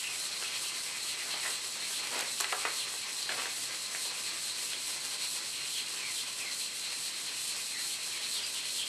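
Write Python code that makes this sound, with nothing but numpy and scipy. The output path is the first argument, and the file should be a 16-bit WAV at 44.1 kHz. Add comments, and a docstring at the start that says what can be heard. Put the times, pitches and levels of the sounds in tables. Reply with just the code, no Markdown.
"""A gritty hiss sweeps back and forth: a flat steel blade is rubbed on a wet whetstone on a small room's floor.
It makes about 2.3 rounds of push and pull a second; random grit clicks, filtered by the blade, make the hiss.
A hollow whirr swells around each turn: noise in a band that slides down in pitch. Squeaks and snaps dot the strokes.
Up to about 4.7 s, patches of coarse grit crunch now and then, and the blade catches and knocks the stone.
A dull rub of the stone, the room's echo, still air and a faint rumble lie underneath."""
import sys
import numpy as np
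from scipy import signal
from scipy.fft import rfft, irfft
from scipy.io import wavfile

SR = 44100
rng = np.random.default_rng(int(sys.argv[2]) if len(sys.argv) > 2 else 0)


def dump_mix(stems):
    """Bounce the given channels to the path in sys.argv[1] as a 16-bit WAV at rate SR."""
    frames = np.atleast_2d(stems).T  # one column per channel
    limited = np.clip(frames, -1, 1)  # hard clip at full scale
    pcm = np.round(limited * 32767).astype(np.int16)
    wavfile.write(sys.argv[1], SR, pcm)


N = 391608  # length in samples, about 8.9 s


def gain_of(db):
    """Turns decibels into an amplitude factor."""
    return 10 ** (np.asarray(db) / 20)


def evened(x):
    """Scales a sound to an average (rms) level of 1."""
    return x / np.sqrt(np.mean(x ** 2) + 1e-20)


def read(points, hz):
    """Reads a table of values against frequency, joining its points on a log-frequency axis."""
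    f, value = np.transpose(points)
    return np.interp(np.log(hz + 1), np.log(f + 1), value)


def follow(rows):
    """Turns a table of values over time into curves with one value a sample."""
    s, *columns = np.transpose(rows)
    return [np.interp(np.arange(N) / SR, np.sort(s), c) for c in columns]


def add(mix, s, sound):
    """Mixes a sound in at time s, cut off where the mix ends."""
    part = mix[round(s * SR):][:len(sound)]
    part += sound[:len(part)]


def high_pass(order, hz):
    """A filter that weakens everything below hz."""
    return signal.butter(order, hz, "high", fs=SR, output="sos")


def ring(x, colour, modes=(), size=8192):
    """Sends a sound through a solid body: a broad tone colour plus resonances, scaled to unit energy."""
    hz = abs(np.fft.fftfreq(size, 1 / SR))
    power = gain_of(read(colour, hz)) ** 2
    for f, width, db in modes:
        power = power + gain_of(db) ** 2 / (1 + ((hz - f) / width) ** 2) ** 2
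    # minimum phase: the body answers at once and never before the blow
    spectrum = np.exp(np.conj(signal.hilbert(np.log(power) / 2)))
    response = np.fft.ifft(spectrum).real[:size // 2]
    return signal.oaconvolve(x, response / np.linalg.norm(response))[:len(x)]


def resonate(x, hz, width):
    """Sends a sound through one resonance of gain 1, whose centre may move."""
    turn = np.exp(2j * np.pi * np.cumsum(hz * np.ones(len(x))) / SR)
    r = np.exp(-np.pi * width / SR)
    # shift the centre down to 0 Hz, smooth there, and shift back up
    smooth = signal.lfilter([1 - r], [1, -r], x / turn + 1e-18)
    return 2 * (turn * smooth).real


def wobble(rate_hz):
    """A smooth random curve of rms 1, with little movement faster than rate_hz."""
    hz = np.fft.rfftfreq(N, 1 / SR)
    return evened(irfft(rfft(rng.standard_normal(N)) / (1 + (hz / rate_hz) ** 2), N))


def grit(per_s, spread_db):
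    """Tiny random clicks of either sign; a positive spread makes some larger, a negative one smaller."""
    size = gain_of(spread_db * np.minimum(rng.exponential(1, N), 1.5 * np.pi))
    return evened(size * rng.uniform(-1.07, 1, N) * (rng.random(N) < per_s / SR))


# One row a stroke, push and pull in turn; other curves are added to these levels:
# start_s (the turn that starts it), bite_db (of the grit), early_ring_db and late_ring_db (of the steel),
# whirr_db (around the turn), whirr_hz (centre), whirr_lead_strokes (how long before the turn it peaks)
STROKE_ROWS = [(-0.13, -39.5, -41, -45, -46, 2750, 0.08), (0.089, -40.5, -42, -41.5, -40.5, 2700, 0.15),
               (0.316, -41.5, -42.5, -42, -51, 2710, -0.09), (0.509, -40.5, -38, -44, -40.5, 2950, -0.039),
               (0.726, -40.5, -42, -47, -43.5, 2500, 0.086), (0.933, -41.0, -42.5, -40, -43, 2520, 0.02),
               (1.162, -41.5, -44, -41, -42, 2740, 0.058), (1.367, -39.5, -40.5, -39.0, -41, 2470, 0.041),
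               (1.595, -41.5, -44.5, -42.5, -45, 2540, 0.23),
               (1.791, -40, -42.0, -40.5, -42.5, 2470, -0.19), (2.019, -40.5, -46, -43, -42.5, 2870, 0.059),
               (2.25, -40, -40.5, -40, -40.5, 2420, 0.19), (2.47, -40.5, -44, -42.0, -41.5, 2390, 0.047),
               (2.65, -40.5, -42, -39.5, -40, 2290, -0.02), (2.869, -40.5, -46, -41.5, -42.5, 2840, 0.25),
               (3.059, -42, -44.0, -38, -44.5, 2480, 0.03), (3.27, -41.5, -43, -45, -46, 2660, -0.19),
               (3.473, -40, -41.5, -40.5, -43, 2480, 0.14), (3.696, -41.5, -44.5, -39, -48.5, 2520, -0.06),
               (3.897, -40.0, -43.5, -39.0, -45, 2350, -0.18), (4.118, -41, -46, -37, -45, 2830, -0.11),
               (4.322, -41.0, -44.5, -38, -44, 2430, 0.06), (4.543, -39.5, -43.5, -41.0, -47.5, 2660, 0.02),
               (4.757, -40.0, -42.5, -42.5, -45, 2560, 0.1), (4.98, -41.5, -43, -40.5, -48, 2580, -0.04),
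               (5.173, -39.5, -38.5, -41, -42.5, 2760, -0.03), (5.407, -41, -41, -41, -47.5, 2850, 0.03),
               (5.608, -40.5, -41.5, -40, -41, 2760, 0.052), (5.844, -43, -44.5, -42, -41.0, 3000, 0.22),
               (6.032, -40.5, -40.5, -40.0, -42.0, 2660, 0.0094),
               (6.252, -41.5, -44.0, -46, -43.5, 3050, 0.13),
               (6.46, -40.0, -39.5, -40.5, -45.5, 2600, 0.16), (6.699, -41.5, -44.5, -38, -45, 2710, 0.18),
               (6.895, -41, -43.5, -39.5, -42.5, 2820, 0.14),
               (7.123, -42.0, -42, -40.5, -45.5, 2640, 0.011), (7.317, -40, -44.5, -39.0, -44, 2720, 0.019),
               (7.55, -39.5, -43.5, -39.5, -47.0, 2780, 0.03), (7.754, -39, -39, -42.5, -44.5, 2400, 0.02),
               (7.986, -41.5, -44, -43.0, -44.5, 2790, 0.09),
               (8.201, -40.0, -40, -41.0, -41.5, 3030, -0.062), (8.419, -40.5, -45, -40, -39.5, 3280, 0.19),
               (8.627, -40.0, -40, -41, -40, 3080, 0.092), (8.844, -40.0, -41, -41, -40, 3120, 0.098),
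               (9.07, -39.0, -43.0, -43.0, -44.0, 2750, 0.08)]


def stroke_motion():
    """Counts strokes done (even = push, odd = pull); speed is 0 at each turn and 1 in mid stroke."""
    s = np.sort(np.transpose(STROKE_ROWS)[0])
    strokes = np.interp(np.arange(N) / SR, s, np.arange(len(s)))
    return strokes, abs(np.sin(np.pi * strokes))


def per_stroke(values, strokes):
    """Reaches one value in the middle of each stroke and blends it into the next."""
    return np.interp(strokes, np.arange(len(values)) + .5, values)


# broad colour of the grinding hiss: pitch_hz, relative_level_db (per Hz)
HISS_COLOUR = [(200, -57), (900, -20), (1600, -23.5), (2400, -2.5), (3500, -2), (4700, 1), (5500, 1),
               (6300, -1), (7300, 2), (9000, 3), (9700, 0), (10700, -5.5), (11400, -3), (13000, -9)]
# resonances of the blade under the fingers: pitch_hz, width_hz, relative_level_db
BLADE_MODES = [(4158, 287, 3), (4440, 60, -1), (7890, 260, 4), (8200, 160, 6), (10500, 470, -0.5)]
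# the hands lean in late in each stroke, adding to the bite: (push, pull); a larger LEAN_LATE peaks later
LEAN_DB, LEAN_LATE = (0.3, 2.14), 2.15
STALL_DB = -2  # the friction sags for an instant as the blade turns
# shares of a stroke at which the early and late ring levels are reached
SING_AT = (0.21, 0.91)
# the steel sings less at rest and at full speed, and wavers under the fingers (rms)
SING_REST_DB, SING_FAST_DB, SING_WAVER_DB = -5, -3.5, 1.17


def grinding(strokes, speed, chatter):
    """Fine grit hisses and rings the blade; the harder it bites, the brighter the hiss."""
    _, bite_db, early_db, late_db, *_ = np.transpose(STROKE_ROWS)
    pull = strokes.astype(int) % 2
    lean_db = np.take(LEAN_DB, pull) * np.sin(np.pi * (strokes % 1) ** LEAN_LATE) ** 2
    usual_db = np.mean(bite_db)
    swing_db = per_stroke(bite_db, strokes) - usual_db + lean_db
    stall_db = STALL_DB * (1 - speed) ** 3

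    fine = grit(per_s=16000, spread_db=-2.0)
    sparse = grit(per_s=230, spread_db=5.0)
    grains = evened(fine + gain_of(-16.5) * sparse)
    hiss = evened(ring(grains, HISS_COLOUR, BLADE_MODES[2:]))
    # the treble grows with the bite and drops as the blade slows
    top = signal.sosfiltfilt(high_pass(1, 8000), hiss)
    treble_db = 1.3 * swing_db - 7.4 * (1 - speed) ** 2 - 5.0
    hiss = hiss + top * (gain_of(treble_db) - 1)
    hiss = hiss * gain_of(usual_db + 3.5 + 0.41 * swing_db + stall_db + 0.75 * chatter)

    # two ring levels in each stroke, joined into one curve
    swells = np.arange(len(STROKE_ROWS))[:, None] + np.array(SING_AT)
    singing_db = np.interp(strokes, swells.ravel(), np.transpose([early_db, late_db]).ravel())
    singing_db += SING_REST_DB * (1 - speed) ** 2 + SING_FAST_DB * speed ** 4
    steel_colour = [(100, -54), (4000, -17.0), (13000, -37.0)]
    steel = evened(ring(grit(per_s=17000, spread_db=1.2), steel_colour, BLADE_MODES[:2]))
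    return hiss + steel * gain_of(singing_db - 0.05 + SING_WAVER_DB * wobble(rate_hz=10))


# resonances of the stone on its stand: pitch_hz, width_hz, relative_level_db
STONE_RESONANCES = [(362, 76, -6.5), (554, 130, -9), (822, 18, 1.5), (1022, 69, 2), (1180, 43, 1),
                    (1333, 14, 2), (1580, 90, -1.5), (1835, 120, 0), (2027, 51, 5.5), (2322, 13, 8.5),
                    (2486, 35, 0.5), (2526, 30, 6), (2808, 35, 5.5), (3260, 250, 2)]
# pairs are (near turn, far turn)
WHIRR_DB = (2, -0.66)  # added to each stroke's whirr level
WHIRR_WIDTH = (0.37, 0.35)  # spread of the bell-shaped swell, in strokes
WHIRR_FALL = (0.14, 0.086)  # share by which the pitch starts above its centre and ends below
SLIDE_LEAD = (0.12, 0.25)  # the pitch passes its centre this share of a stroke before the turn
SLIDE_WIDTH = 0.13  # time scale of the slide, in strokes
WHIRR_STALL_DB = (-9, -5)  # dip while the blade stands still
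WHIRR_BAND_HZ = 1020  # width of the first of two stacked resonances; the second is twice as wide
WHIRR_JITTER, WHIRR_WAVER_DB = 0.042, 1.24  # rms unsteadiness of pitch (share) and level


def whirr(strokes, speed, chatter):
    """The wet face judders in a band that slides down through each turn over the stone's resonances."""
    turn = np.round(strokes).astype(int)
    whirr_db, whirr_hz, lead = np.transpose(STROKE_ROWS)[4:, turn]
    past = strokes - turn  # strokes since the nearest turn, negative before it
    end = turn % 2  # 0 = near end of the stone, 1 = far end
    slide = np.tanh((past + np.take(SLIDE_LEAD, end)) / SLIDE_WIDTH)
    hz = whirr_hz * (1 - np.take(WHIRR_FALL, end) * slide)
    swell = np.exp(-((past + lead) / np.take(WHIRR_WIDTH, end)) ** 2 / 2)
    # at full speed the face glides and the judder stops
    grip = np.sqrt(1 - speed ** 16)
    level_db = whirr_db + np.take(WHIRR_DB, end) + np.take(WHIRR_STALL_DB, end) * (1 - speed) ** 2

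    centre = hz * (1 + WHIRR_JITTER * wobble(rate_hz=22))
    colour = [(100, 2), (3000, 3.5), (13000, 5.5)]
    judder = ring(grit(per_s=9000, spread_db=0.0), colour, STONE_RESONANCES)
    band = resonate(judder, centre, width=WHIRR_BAND_HZ)
    band = resonate(band, centre, width=2 * WHIRR_BAND_HZ)
    level_db = level_db + 0.15 * chatter + WHIRR_WAVER_DB * wobble(rate_hz=18)
    return evened(band) * swell * grip * gain_of(level_db)


# the steel sticks and slips into a brief squeak:
# middle_s, pitch_hz (at the middle), level_db, length_s, slide_hz_per_s
SQUEAK_ROWS = [(0.07, 2730, -40, 0.083, -5000), (0.456, 2530, -42.5, 0.045, 2),
               (1.341, 3270, -42, 0.044, 0), (1.457, 1920, -40, 0.079, 0), (4.741, 3300, -41.5, 0.04, -4),
               (5.756, 3250, -47, 0.21, 0), (6.035, 2380, -45.5, 0.22, -5000), (6.19, 3270, -45, 0.057, -3),
               (6.453, 2300, -43.5, 0.19, -6000), (6.924, 2000, -49, .09, -3000),
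               (7.77, 1950, -47, .1, -2000), (8.156, 2240, -46.5, .12, -5000), (8.389, 3300, -42, .08, 2),
               (8.44, 4800, -38.5, 0.044, 0), (8.817, 3240, -39, 0.1, -4)]


def squeaking():
    """For a moment the slips fall into step: noise narrows to a rough tone that may slide in pitch."""
    out = np.zeros(N)
    for s, hz, level_db, length, slide in SQUEAK_ROWS:
        size = round(length * SR)
        # start a third of a second back so the resonance has settled when the squeak is heard
        pitch = hz + slide * (np.arange(-SR // 3, 0) / SR + length / 2)
        tone = resonate(rng.standard_normal(len(pitch)), pitch, width=300)
        tone = resonate(tone, pitch, width=420)[-size:]
        fade = np.sqrt(np.hanning(len(tone)))
        add(out, max(s - length / 2, 0), gain_of(level_db) * evened(tone) * fade)
    return out


# a large grain snaps under the edge: start_s, strength_db (before the fade), pitch_hz (where it is brightest)
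SNAP_ROWS = [(0.425, -25.5, 2300), (1.342, -30, 3200), (2.072, -27, 4000), (2.192, -25, 6000),
             (2.204, -22, 5000), (2.209, -23, 6440), (2.402, -19, 5500), (2.407, -19, 7800),
             (2.4095, -22, 6900), (2.444, -23, 2720), (2.525, -23, 2800), (3.228, -26, 4200),
             (3.2925, -24, 2300), (3.296, -33, 2400), (3.4567, -29, 2500), (3.823, -29, 4500),
             (3.949, -25, 2000), (4.7327, -30, 2970)]


def snapping():
    """Single grains burst in a millisecond or two, each with a broad colour of its own and no bass."""
    out = np.zeros(N)
    t = np.arange(SR // 80) / SR
    for s, strength_db, bright_hz in SNAP_ROWS:
        burst = rng.standard_normal(len(t))
        burst = evened(resonate(burst, bright_hz, width=0.31 * bright_hz))
        add(out, s, gain_of(strength_db) * burst * np.exp(-t / 0.001))
    return signal.sosfilt(high_pass(2, 900), out)


# drag on the stone, before speed and unevenness are added: time_s, level_db
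DRAG_CURVE = [(0.0, -52.5), (.8, -50), (2.05, -50), (2.35, -53.5), (2.8, -51.5), (4.25, -51.5), (5.3, -53),
              (5.9, -52.5), (6.6, -54), (8.88, -52.5)]
# broad colour of the stone on its stand: pitch_hz, relative_level_db (per Hz)
STONE_COLOUR = [(60, -42), (150, -8), (330, 3), (600, 7), (880, 4.5), (1100, 9), (1500, 8.5), (2200, 9),
                (3200, 4.5), (6000, 10), (13000, -32)]


def dragging(speed, chatter):
    """Friction shakes the stone, most of all when the blade slows; its rub comes and goes in patches."""
    drag_db, = follow(DRAG_CURVE)
    modes = [(hz, width, db + 10.5) for hz, width, db in STONE_RESONANCES]
    rub = evened(ring(grit(per_s=5000, spread_db=2.0), STONE_COLOUR, modes))
    slow_db = -4.2 * (speed - 1.29)
    patches_db = 1.9 * chatter + 1.6 * wobble(rate_hz=13.0)
    return rub * gain_of(drag_db + 0.27 + slow_db + patches_db)


# patches of coarse grit rolling under the blade:
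# start_s, rise_s, length_s, level_db (before the stone's colour), added_treble_db
CRUNCH_ROWS = [(1.255, 0.0068, 0.043, -45.5, -12), (1.312, 0.014, 0.014, -52, -12),
               (1.416, .04, 0.091, -42, -12), (2.004, 0.034, 0.11, -47.5, -17),
               (2.1, 0.049, 0.13, -35.5, -24), (3.295, 0.0037, 0.065, -40, -8),
               (3.363, 0.012, 0.07, -42, 0)]
CRUNCH_FADE_DB = -8.5  # a patch dies down as it is ground away


def crunching():
    """Coarse grains roll and break between steel and stone; sharper patches sound brighter."""
    out = np.zeros(N)
    grains = grit(per_s=1000, spread_db=1.0)
    sharp = signal.sosfiltfilt(high_pass(2, 1500), grains)
    for s, rise, length, level_db, sharp_db in CRUNCH_ROWS:
        t = np.arange(0, length, 1 / SR)
        force = np.minimum(t / rise, 1) * gain_of(level_db + CRUNCH_FADE_DB * (t / length) ** 2)
        patch = (grains + gain_of(sharp_db) * sharp)[round(s * SR):][:len(t)]
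        add(out, s, force * patch)
    colour = [(80, -24), (180, -12.5), (330, -3), (500, 0.5), (750, 0.5), (1100, -0.5),
              (2400, -3.5), (3400, -5.5), (6000, -12), (13000, -42)]
    return ring(out, colour)


# the blade catches and knocks the stone; filters and boosts follow these levels:
# start_s, strength_db, thud_db (relative to strength), pitch_hz (where the blow is brightest)
KNOCK_ROWS = [(0.4245, -37, -6, 1490), (1.3388, -45.5, 6.5, 1100), (1.452, -35, -14, 1700),
              (2.402, -33, -4, 1240), (2.408, -31, -15, 1180), (2.442, -31.5, -12, 1590),
              (2.525, -32, -2.5, 1350), (2.529, -34, -2, 1300), (2.6508, -27, -8, 1320),
              (2.6552, -33, -15, 1300), (2.9388, -44.5, 1, 1600), (3.2918, -32.5, -5.5, 1630),
              (3.4565, -37.5, -3, 1700), (3.93, -57, -4, 1300), (3.9466, -43, -4, 1690),
              (4.055, -55, 10, 705), (4.7322, -37.5, -15, 2030)]


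def knocking():
    """Each catch is one blow and a short stutter of contact: the stone rings and its stand thuds."""
    blows, thuds = np.zeros((2, N))
    t = np.arange(SR // 20) / SR
    for s, strength_db, thud_db, bright_hz in KNOCK_ROWS:
        contact = rng.standard_normal(len(t)) * np.exp(-t / 0.007) * gain_of(-2.0)
        contact[SR // 700] += 7.5  # the blow itself, about 1.4 ms in
        add(blows, s, gain_of(strength_db) * resonate(contact, bright_hz, width=570))
        add(thuds, s, gain_of(strength_db + thud_db) * contact)
    body_colour = [(100, -25), (350, -7), (800, -4), (1200, 2), (1700, -1), (2150, -2),
                   (3000, -5), (6000, -12), (13000, -25)]
    thud_colour = [(80, -40), (220, -13), (330, 4.5), (430, 7.5), (550, 6), (720, 12.0),
                   (1200, 4), (5000, -15)]
    body = ring(blows, body_colour, STONE_RESONANCES)
    return gain_of(7.5) * body + gain_of(1.5) * ring(thuds, thud_colour)


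# how long the room's echo takes to fall by 60 dB: pitch_hz, decay_s
ROOM_DECAY = [(150, 0.21), (800, 0.46), (2000, 0.35), (5000, 0.29), (12000, 0.13)]


def room(x, place, wet_db, early_db):
    """Adds quick bounces off floor and body, and an echo tail that shifts with the blade's place."""
    t = np.arange(SR // 2) / SR
    # two random trains of reflections, each pitch fading at its own pace
    present = rng.choice([-1., 1.], (2, len(t))) * (rng.random((2, len(t))) < 3000 / SR)
    taps = present * (t > .006)
    hz, at, z = signal.stft(taps, SR, nperseg=256)
    fade = gain_of(-60 * at / read(ROOM_DECAY, hz)[:, None])
    tails = signal.istft(z * fade, SR, nperseg=256)[1]
    feeds = x * np.array([np.cos(np.pi * place), np.sin(np.pi * place)])
    tails = gain_of(wet_db) * tails / np.linalg.norm(tails[0])
    wet = signal.oaconvolve(feeds, tails, axes=1).sum(0)[:N]
    early = np.zeros(SR // 50)
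    early[0] = 1  # the direct sound
    for delay, share in [(.0019, .9), (.0043, -0.31), (.0068, 0.77), (.0094, 0.96)]:
        early[round(delay * SR)] += share * gain_of(early_db)
    return (signal.oaconvolve(x, early)[:N] + wet) / np.hypot(np.linalg.norm(early), gain_of(wet_db))


# still air of the room: pitch_hz, relative_level_db (per Hz)
AIR_COLOUR = [(20, -48), (35, -36), (50, -17), (75, -7), (98, -7.5), (115, 2), (160, 0), (220, 0.5),
              (400, 0), (800, -5), (2000, -4), (13000, -69)]
# a faint rumble in the room comes and goes (swell is rms)
RUMBLE_HZ, RUMBLE_DB, RUMBLE_SWELL_DB = 61.4, -84, 3


def room_tone():
    """Still air, as coloured noise, over a faint, uneven rumble of noise in a narrow low band."""
    rumble = resonate(rng.standard_normal(N), RUMBLE_HZ, width=29)
    rumble = resonate(rumble, RUMBLE_HZ, width=35)
    rumble = evened(rumble) * gain_of(RUMBLE_DB + RUMBLE_SWELL_DB * wobble(rate_hz=4))
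    return gain_of(-57.5) * evened(ring(rng.standard_normal(N), AIR_COLOUR)) + rumble


# stereo width: pitch_hz, side_to_mid_db
STEREO_WIDTH = [(30, -16), (70, -33), (130, -6.5), (250, -5), (600, -10), (1200, -41), (2200, -37),
                (3200, -11), (4600, -54), (13000, -68)]


def widen(x):
    """Adds a delayed, scattered copy with opposite signs left and right; wide in the lows and near 3.2 kHz."""
    hz = np.fft.rfftfreq(N, 1 / SR)
    t = np.arange(SR // 3) / SR
    scatter = rng.standard_normal(len(t)) * np.exp(-t / 0.075) * (t > .012)
    scatter = scatter / np.linalg.norm(scatter)
    side = irfft(rfft(x) * rfft(scatter, N) * gain_of(read(STEREO_WIDTH, hz)), N)
    return np.array([x + side, x - side])


def scene():
    """Strokes and one uneven chatter of the hands drive the friction; the stone stirs the room most."""
    strokes, speed = stroke_motion()
    chatter = wobble(rate_hz=20.0)
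    steel = grinding(strokes, speed, chatter) + whirr(strokes, speed, chatter) + squeaking() + snapping()
    stone = dragging(speed, chatter) + crunching() + knocking()
    place = (1 - np.cos(np.pi * strokes)) / 2  # 0 at the near end of the stone, 1 at the far end
    steel = room(steel, place, wet_db=-11.0, early_db=-19.5)
    stone = room(stone, place, wet_db=-6.5, early_db=-40.0)
    return widen(steel + stone + room_tone())


EDGE_HZ = 13050  # upper edge of the sound


def record(dry):
    """Cuts off the treble above the edge with a steep low-pass filter."""
    low_pass = signal.firwin(511, EDGE_HZ, window=("kaiser", 9), fs=SR)
    return signal.oaconvolve(dry, low_pass[None], "same")


dry = scene()
out = record(dry)
dump_mix(out)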